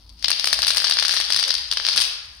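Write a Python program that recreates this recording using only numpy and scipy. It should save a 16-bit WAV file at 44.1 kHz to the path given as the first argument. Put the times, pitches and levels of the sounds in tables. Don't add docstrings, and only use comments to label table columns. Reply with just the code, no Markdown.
import sys
import numpy as np
from scipy import signal
from scipy.fft import rfft, irfft
from scipy.io import wavfile
from scipy.ndimage import uniform_filter1d

SR = 44100
rng = np.random.default_rng(int(sys.argv[2]) if len(sys.argv) > 2 else 0)


def int16_out(signal):
    q = np.round(np.clip(np.atleast_2d(signal).T, -1, 1) * 32767)
    wavfile.write(sys.argv[1], SR, q.astype(np.int16))


N = 105840
T = np.arange(N) / SR

# (frequency [Hz], relative level [dB])
AIR_SPECTRUM = [(20, -2), (35, 1.5), (90, -1), (150, -9), (300, -24), (1000, -12), (2500, -27), (4700, -9),
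                (7300, -46), (9000, -23), (16000, -34)]
# (frequency [Hz], reverberation time [s], relative level [dB])
ROOM_BANDS = [(201, 0.44, -4.5), (520, 0.83, -3), (1630, 1, -2.5), (3220, 0.62, -3), (4960, 0.63, -4.5),
              (5860, 0.59, -7.5), (8550, 0.44, -7), (15000, 0.28, -5)]
# (time [s], left minus right [dB])
ROOM_BALANCE = [(0, 5.5), (1.1, 5), (2.4, 3)]
# (time [s], level [dB])
RUMBLE_LEVEL = [(0, -54), (.13, -44), (.19, -56), (.25, -52), (.3, -62), (.44, -60.5), (.6, -45.5),
                (.68, -53), (.88, -54), (1.05, -53.5), (1.25, -55.5), (1.32, -51.5), (1.46, -63),
                (1.58, -50), (1.83, -54.5), (1.88, -62), (1.96, -50), (2.15, -59.5), (2.28, -51)]
TREAD_LEVEL = [(0, -66.5), (.22, -62.5), (1.4, -72), (2.1, -74), (2.4, -73)]
# (time [s], half-width [s], frequency [Hz], bandwidth [Hz], level [dB])
TYRE_RUBS = [(0.706, .015, 185, 50, -52), (1.372, .03, 140, 69.6, -53), (1.481, 0.023, 540, 170, -44.5),
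             (1.954, 0.023, 206, 60.4, -53.5), (1.97, .025, 292, 60, -55)]
# (time [s], crack level [dB], sizzle level [dB])
FILM_TICKS = [(0.093, -42.5, -51), (.1, -46, -62), (0.194, -46.5, -55), (2.254, -59, -51),
              (2.335, -60, -59), (2.351, -59, -53), (2.368, -56, -53)]
# (time [s], level [dB])
CRINKLE_LEVEL = [(0, -56), (.16, -60), (.22, -43.5), (.3, -47), (.38, -33.5), (.5, -27), (.65, -36.5),
                 (1.0, -35.5), (1.15, -26), (1.27, -28.5), (1.42, -31.5), (1.56, -34.5), (1.68, -39.5),
                 (1.83, -32), (1.92, -25.5), (2.02, -20.5), (2.08, -31.5), (2.22, -46.5), (2.4, -51)]
# (frequency [Hz], relative level [dB])
PUFF_SPECTRUM = [(60, -35), (200, -17), (330, -13), (500, -6.5), (1000, -2), (1700, 6), (2300, -4),
                 (3200, -10), (6000, -49.5)]
CRACK_SPECTRUM = [(900, -48), (2000, -17.5), (2800, -10), (3700, -5.5), (4200, -4), (4750, 1), (5300, -4),
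                  (6000, -12.5), (6700, -27), (7400, -32), (12000, -69)]
SIZZLE_SPECTRUM = [(3500, -33), (5300, 0), (6000, 0), (6600, -3), (7400, -13.5), (8100, -5), (8800, 2.5),
                   (10000, -3), (11500, -10), (13500, -17.5), (16000, -22.5)]
# (time [s], gain [dB])
CRACK_SHOULDER = [(.25, 1.5), (.9, 0.5), (1.4, -1.5), (1.72, 1.5), (2, 1.5)]
# (time [s], delay [s])
WALL_DELAY = [(.25, .0128), (.55, .0126), (1.8, .0102)]
# (time [s], lead [samples])
LEFT_PORT_LEAD = [(.3, 3), (1.3, 2), (1.7, 1), (2, 0)]
# (time [s], crack [dB], puff [dB], sizzle [dB], tear-to-snap energy [dB], left minus right [dB])
BUBBLE_POPS = [(0.226, -27.5, -43.5, -40, -1, 10), (0.244, -10.5, -24.5, -33.5, 2.5, 10),
               (0.2828, -12, -25.5, -26, -5, 10), (0.3038, -17.5, -24, -20.5, -4, 5.0),
               (0.3073, -27, -33.5, -33, 5, 4), (0.3155, -11, -27.5, -44, -2, 21),
               (0.3203, -30, -48, -49, -10, 20), (0.3336, -21, -39, -46, -5, 18),
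               (0.3968, -15.5, -33, -28, -5, 12.0), (0.4433, -13.5, -23.5, -27.5, -1.5, 13),
               (0.457, -23, -49, -22.5, -17, 2), (0.4728, -13.5, -24, -23, 2, 9),
               (0.529, -10, -18, -20, 0, 5.5), (0.5338, -18, -37, -28, -5, 19),
               (0.59, -18, -24, -28.5, 4, 9), (0.62, -13.5, -53, -24, -19, 9),
               (0.6291, -15, -26.5, -31, 1, 15), (0.6356, -17.5, -28.5, -33, 0, 0),
               (0.648, -15.5, -48, -44.0, -19, 19), (0.6681, -14.5, -25.5, -23, 2, 20),
               (0.6792, -13, -33, -25, 0, 7), (0.6827, -14.5, -27.5, -19.5, -3, 7),
               (0.69, -21, -50, -43, -4, 15), (0.7043, -12, -23, -23.5, 3, 11),
               (0.735, -25, -54, -31, -5, 22), (0.7476, -22, -31.5, -29.0, -12, 23),
               (0.7634, -30, -30, -25, -14, 14), (0.7698, -11.5, -25, -21.5, 7.5, 15),
               (0.7797, -14.5, -26.5, -25.5, 1, 4), (0.8017, -15.5, -28.5, -34, -5.5, 19),
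               (0.8203, -24, -27, -30, -10, 12), (0.8312, -21, -41, -42.0, 0, 19),
               (0.843, -13.5, -23.5, -27, -2, 6), (0.8488, -13, -27, -38, -3, 13),
               (0.8686, -15.5, -27, -39, 3, 17), (0.872, -19, -52, -38, -3, 11),
               (0.8803, -17, -46, -36, -5, 12), (0.8976, -17, -26, -22, -7, 20),
               (0.9106, -11, -27.5, -29, -3.5, 5), (0.922, -11.5, -27, -44, 1, 23),
               (0.9397, -24, -44, -29.5, -14, 22), (0.97, -16.5, -26.5, -41, -5, 12),
               (0.9869, -12, -24, -33, 5.5, 13), (0.9977, -13.5, -34, -27, -6, 11),
               (1.0249, -14.5, -22, -26, 5, 11), (1.05, -15.5, -23, -29, 5, 6),
               (1.0566, -15.5, -50, -30, -17, 14), (1.082, -18.5, -30.5, -23.5, -15, 29),
               (1.0936, -15.5, -25, -30, 3, 10), (1.1103, -15.5, -32, -33, -11, 16),
               (1.116, -20, -55, -35, 7.0, 16), (1.1219, -24, -42, -32, -4, 1),
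               (1.127, -19, -34, -32, -5, 14), (1.1391, -25, -27, -26.5, -1, 12),
               (1.144, -26, -30, -25, -8, 4), (1.1655, -15.5, -29, -33, 24, 14),
               (1.171, -15.0, -29.5, -38, 4, 17), (1.1802, -22, -47, -37, 4, 11.0),
               (1.201, -15, -25, -25.5, 9, 10), (1.2103, -17, -31, -35, 3, 21),
               (1.22, -28, -59, -44.0, -1, 16), (1.3031, -16.5, -24, -28, 2.5, 12),
               (1.3224, -11, -28.5, -27, 7, 11), (1.333, -18, -35, -26, -12, 5),
               (1.3448, -14.5, -29, -31, -4, 16), (1.3623, -13.5, -26.5, -23, 8, 4),
               (1.3726, -18, -44, -39, -4.0, 16), (1.3895, -16, -29.5, -30, 10, 8),
               (1.3969, -16.5, -30.5, -26.5, -5, 17), (1.4087, -22, -56, -37, -11, 14),
               (1.4282, -16.5, -27, -28.0, -3, 2), (1.4385, -13, -37, -41, -4, 5),
               (1.48, -21, -27.5, -27, 2.5, 9), (1.491, -18, -52, -52, 7, 14),
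               (1.5052, -11, -26, -31, 4, 8), (1.5158, -17.5, -56, -47, -2, 9),
               (1.541, -18, -30.5, -27, -8, 20), (1.5519, -17.5, -62, -46, -2, 7),
               (1.5804, -23, -65, -37, 2, 8.0), (1.7135, -14, -32, -30.5, -5, 6),
               (1.7245, -16, -29.5, -38, 5, 4), (1.735, -27, -38, -30.5, -12, 14),
               (1.7716, -14.5, -25.5, -38, 4, 6), (1.7995, -20, -25.5, -52, -4, 19),
               (1.8502, -15.5, -30, -38, -7, 11), (1.8664, -13, -29.5, -31, -10.5, 4),
               (1.8763, -20.5, -32, -47, 5, 0), (1.8859, -12, -25.5, -28.5, 6, 16),
               (1.899, -19.5, -32, -46, 0, 0), (1.917, -22, -37, -51, 18, 4),
               (1.9341, -25, -37, -55, -1, 8), (1.9613, -22.5, -30, -26.5, 7, 11),
               (1.97, -17, -33, -27.5, 7, 21), (1.9758, -10.5, -26, -25, 7, 5),
               (1.9813, -23, -37, -31, 13, 9), (1.9854, -20, -31, -38, 6, -1),
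               (1.9922, -24, -30, -28, -5, 9), (2.002, -25, -30.5, -22.5, -2, 21),
               (2.012, -15, -37, -24, 8, 6), (2.018, -27, -31.5, -24, 10, 14),
               (2.0262, -29, -37, -29, -5, 15), (2.0542, -32, -44, -38, -6, 15)]

ROOM_GAP_S, ROOM_BUILD_S, ROOM_COHERENT_HZ = 0.0011, 0.027, 560
TEAR_DECAY_S, TEAR_COHERENCE, POP_RMS_WINDOW_S = 0.0037, 0.31, 0.0033
CREASES_PER_S, FILM_PAN_DB = 700, 11


def amp(db):
    return 10 ** (np.asarray(db) / 20)


def unit(x):
    return x / np.sqrt(np.mean(x ** 2))


def curve(points, at=T):
    return np.interp(at, *np.array(points).T)


def pan(db):
    return unit(amp([[db / 2], [-db / 2]]))


def response(points, size=1024):
    hz, db = np.array(points).T
    gain = amp(np.interp(np.log(np.fft.rfftfreq(size, 1 / SR) + 1), np.log(hz), db))
    cepstrum = irfft(np.log(gain))
    cepstrum[1:size // 2] *= 2
    cepstrum[size // 2 + 1:] = 0
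    return irfft(np.exp(rfft(cepstrum)))


def through(x, h):
    return signal.fftconvolve(np.atleast_2d(x), np.atleast_2d(h), axes=1)[:, :x.shape[-1]]


def resonance(hz, width_hz):
    detuning = (np.fft.rfftfreq(N, 1 / SR) - hz) / width_hz
    return unit(irfft(rfft(rng.standard_normal(N)) / (1 + (2 * detuning) ** 2), N))


def add(out, start_s, x):
    i = int(np.clip(start_s * SR, 0, N - 1))
    out[:, i:i + x.shape[1]] += x[:, :N - i]


def ventilation():
    noise = rng.standard_normal(N) + .5 * rng.standard_normal((2, N))
    return amp(-59) * unit(through(noise, response(AIR_SPECTRUM, size=4096)))


def room_response(pan_db, size=49152):
    t, hz = T[:size], np.fft.rfftfreq(size, 1 / SR) + 1
    noise = rng.standard_normal((2, size))
    noise *= np.exp(0.13 * rng.standard_normal((2, size)) * np.exp(-t / 0.017))
    onset = 1 - np.exp(-np.maximum(t - ROOM_GAP_S, 0) / ROOM_BUILD_S)
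    coherence = 1 / (1 + (hz / ROOM_COHERENT_HZ) ** 2)
    spectrum = np.sqrt(1 - coherence) * rfft(unit(noise)) * pan(pan_db)
    spectrum += np.sqrt(coherence) * rfft(rng.standard_normal(size))
    log_centres = np.log(np.array(ROOM_BANDS)[:, 0])
    tail = 0
    for pick, (_, t60, db) in zip(np.eye(len(ROOM_BANDS)), ROOM_BANDS):
        envelope = onset * np.exp(-np.log(1000) * t / t60)
        band = irfft(spectrum * np.interp(np.log(hz), log_centres, pick))
        tail = tail + amp(db) * band * envelope / np.linalg.norm(envelope)
    return tail


def reverberation(x, places=7):
    source = unit(x[0]) * np.sqrt(np.mean(x ** 2)) * amp(-1.09)
    passing_s = np.linspace(0, T[-1], places)
    out = 0
    for pick, pan_db in zip(np.eye(places), curve(ROOM_BALANCE, passing_s)):
        crossfade = np.sqrt(np.interp(T, passing_s, pick))
        out = out + through(source * crossfade, room_response(pan_db))
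    return out


def cart():
    frame = resonance(hz=55.1, width_hz=7.9)
    axle = amp(-5) * resonance(hz=71.6, width_hz=41)
    shake = frame + axle
    swell = np.sqrt(uniform_filter1d(shake ** 2, size=2205))
    out = amp(curve(RUMBLE_LEVEL)) * unit(shake / swell ** 0.4)
    out += amp(curve(TREAD_LEVEL)) * resonance(hz=218, width_hz=190)
    for s, half_width_s, hz, width_hz, db in TYRE_RUBS:
        out += amp(db) * np.exp(-((T - s) / half_width_s) ** 2) * resonance(hz, width_hz)
    return out * pan(db=0.89)


def burst(colour, tear_db, lead=0, size=1024):
    noise = rng.standard_normal((3, size))
    tear = np.sqrt(TEAR_COHERENCE) * noise[0] + np.sqrt(1 - TEAR_COHERENCE) * noise[1:]
    tear *= np.exp(-T[:size] / TEAR_DECAY_S)
    excitation = unit(tear) / np.sqrt(size) * amp(tear_db)
    excitation[0, 0] += 1
    excitation[1, lead] += 1
    pressure = through(excitation, colour)
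    attack = pressure[:, :int(POP_RMS_WINDOW_S * SR)]
    return pressure / np.sqrt(np.mean(attack ** 2, axis=1, keepdims=True))


def ticks():
    out = np.zeros((2, N))
    for s, crack_db, sizzle_db in FILM_TICKS:
        crack = amp(crack_db) * burst(response(CRACK_SPECTRUM), tear_db=19)
        sizzle = amp(sizzle_db) * burst(response(SIZZLE_SPECTRUM), tear_db=19)
        add(out, s, crack + sizzle)
    return out * pan(FILM_PAN_DB)


def crinkle():
    strength = amp(3 * np.minimum(rng.exponential(size=N), 2))
    snaps = rng.random(N) < CREASES_PER_S / SR
    clicks = snaps * strength * rng.choice([-1, 1], (2, N))
    crack = unit(through(clicks, response(CRACK_SPECTRUM)))
    sizzle = amp(-15.5) * unit(through(clicks, response(SIZZLE_SPECTRUM)))
    puff = amp(-19.5) * unit(through(clicks, response(PUFF_SPECTRUM)))
    return (crack + sizzle + puff) * amp(curve(CRINKLE_LEVEL)) * pan(FILM_PAN_DB)


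def crack_spectrum_at(s, shoulder_hz=3080, width_hz=1500):
    shoulder_db = curve(CRACK_SHOULDER, s)
    return [(hz, db + shoulder_db * np.exp(-((hz - shoulder_hz) / width_hz) ** 2))
            for hz, db in CRACK_SPECTRUM]


def bubbles():
    out = np.zeros((2, N))
    puff, sizzle = response(PUFF_SPECTRUM), response(SIZZLE_SPECTRUM)
    for s, crack_db, puff_db, sizzle_db, tear_db, pan_db in BUBBLE_POPS:
        crack = response(crack_spectrum_at(s))
        parts = [(crack, crack_db - 0.5, pan_db, tear_db + 6, -7),
                 (puff, puff_db - 0.5, 0.28 * pan_db, tear_db - 6, -15),
                 (sizzle, sizzle_db + 0.5, 0.69 * pan_db, tear_db + 9.5, -9.5)]
        echo_s = s + curve(WALL_DELAY, s)
        lead = int(round(curve(LEFT_PORT_LEAD, s)))
        for colour, level_db, part_pan_db, part_tear_db, echo_db in parts:
            gain = amp(level_db) * pan(part_pan_db)
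            add(out, s, gain * burst(colour, part_tear_db, lead))
            add(out, echo_s, gain * amp(echo_db) * burst(colour, part_tear_db, lead))
    return out


def scene():
    wrap = bubbles() + crinkle() + ticks()
    return wrap + reverberation(wrap) + cart() + ventilation()


def record(dry, cutoff_hz=16000):
    lowpass = signal.ellip(8, .2, 70, cutoff_hz, fs=SR, output="sos")
    return signal.sosfilt(lowpass, np.clip(dry, -1, 1))


dry = scene()
out = record(dry)
int16_out(out)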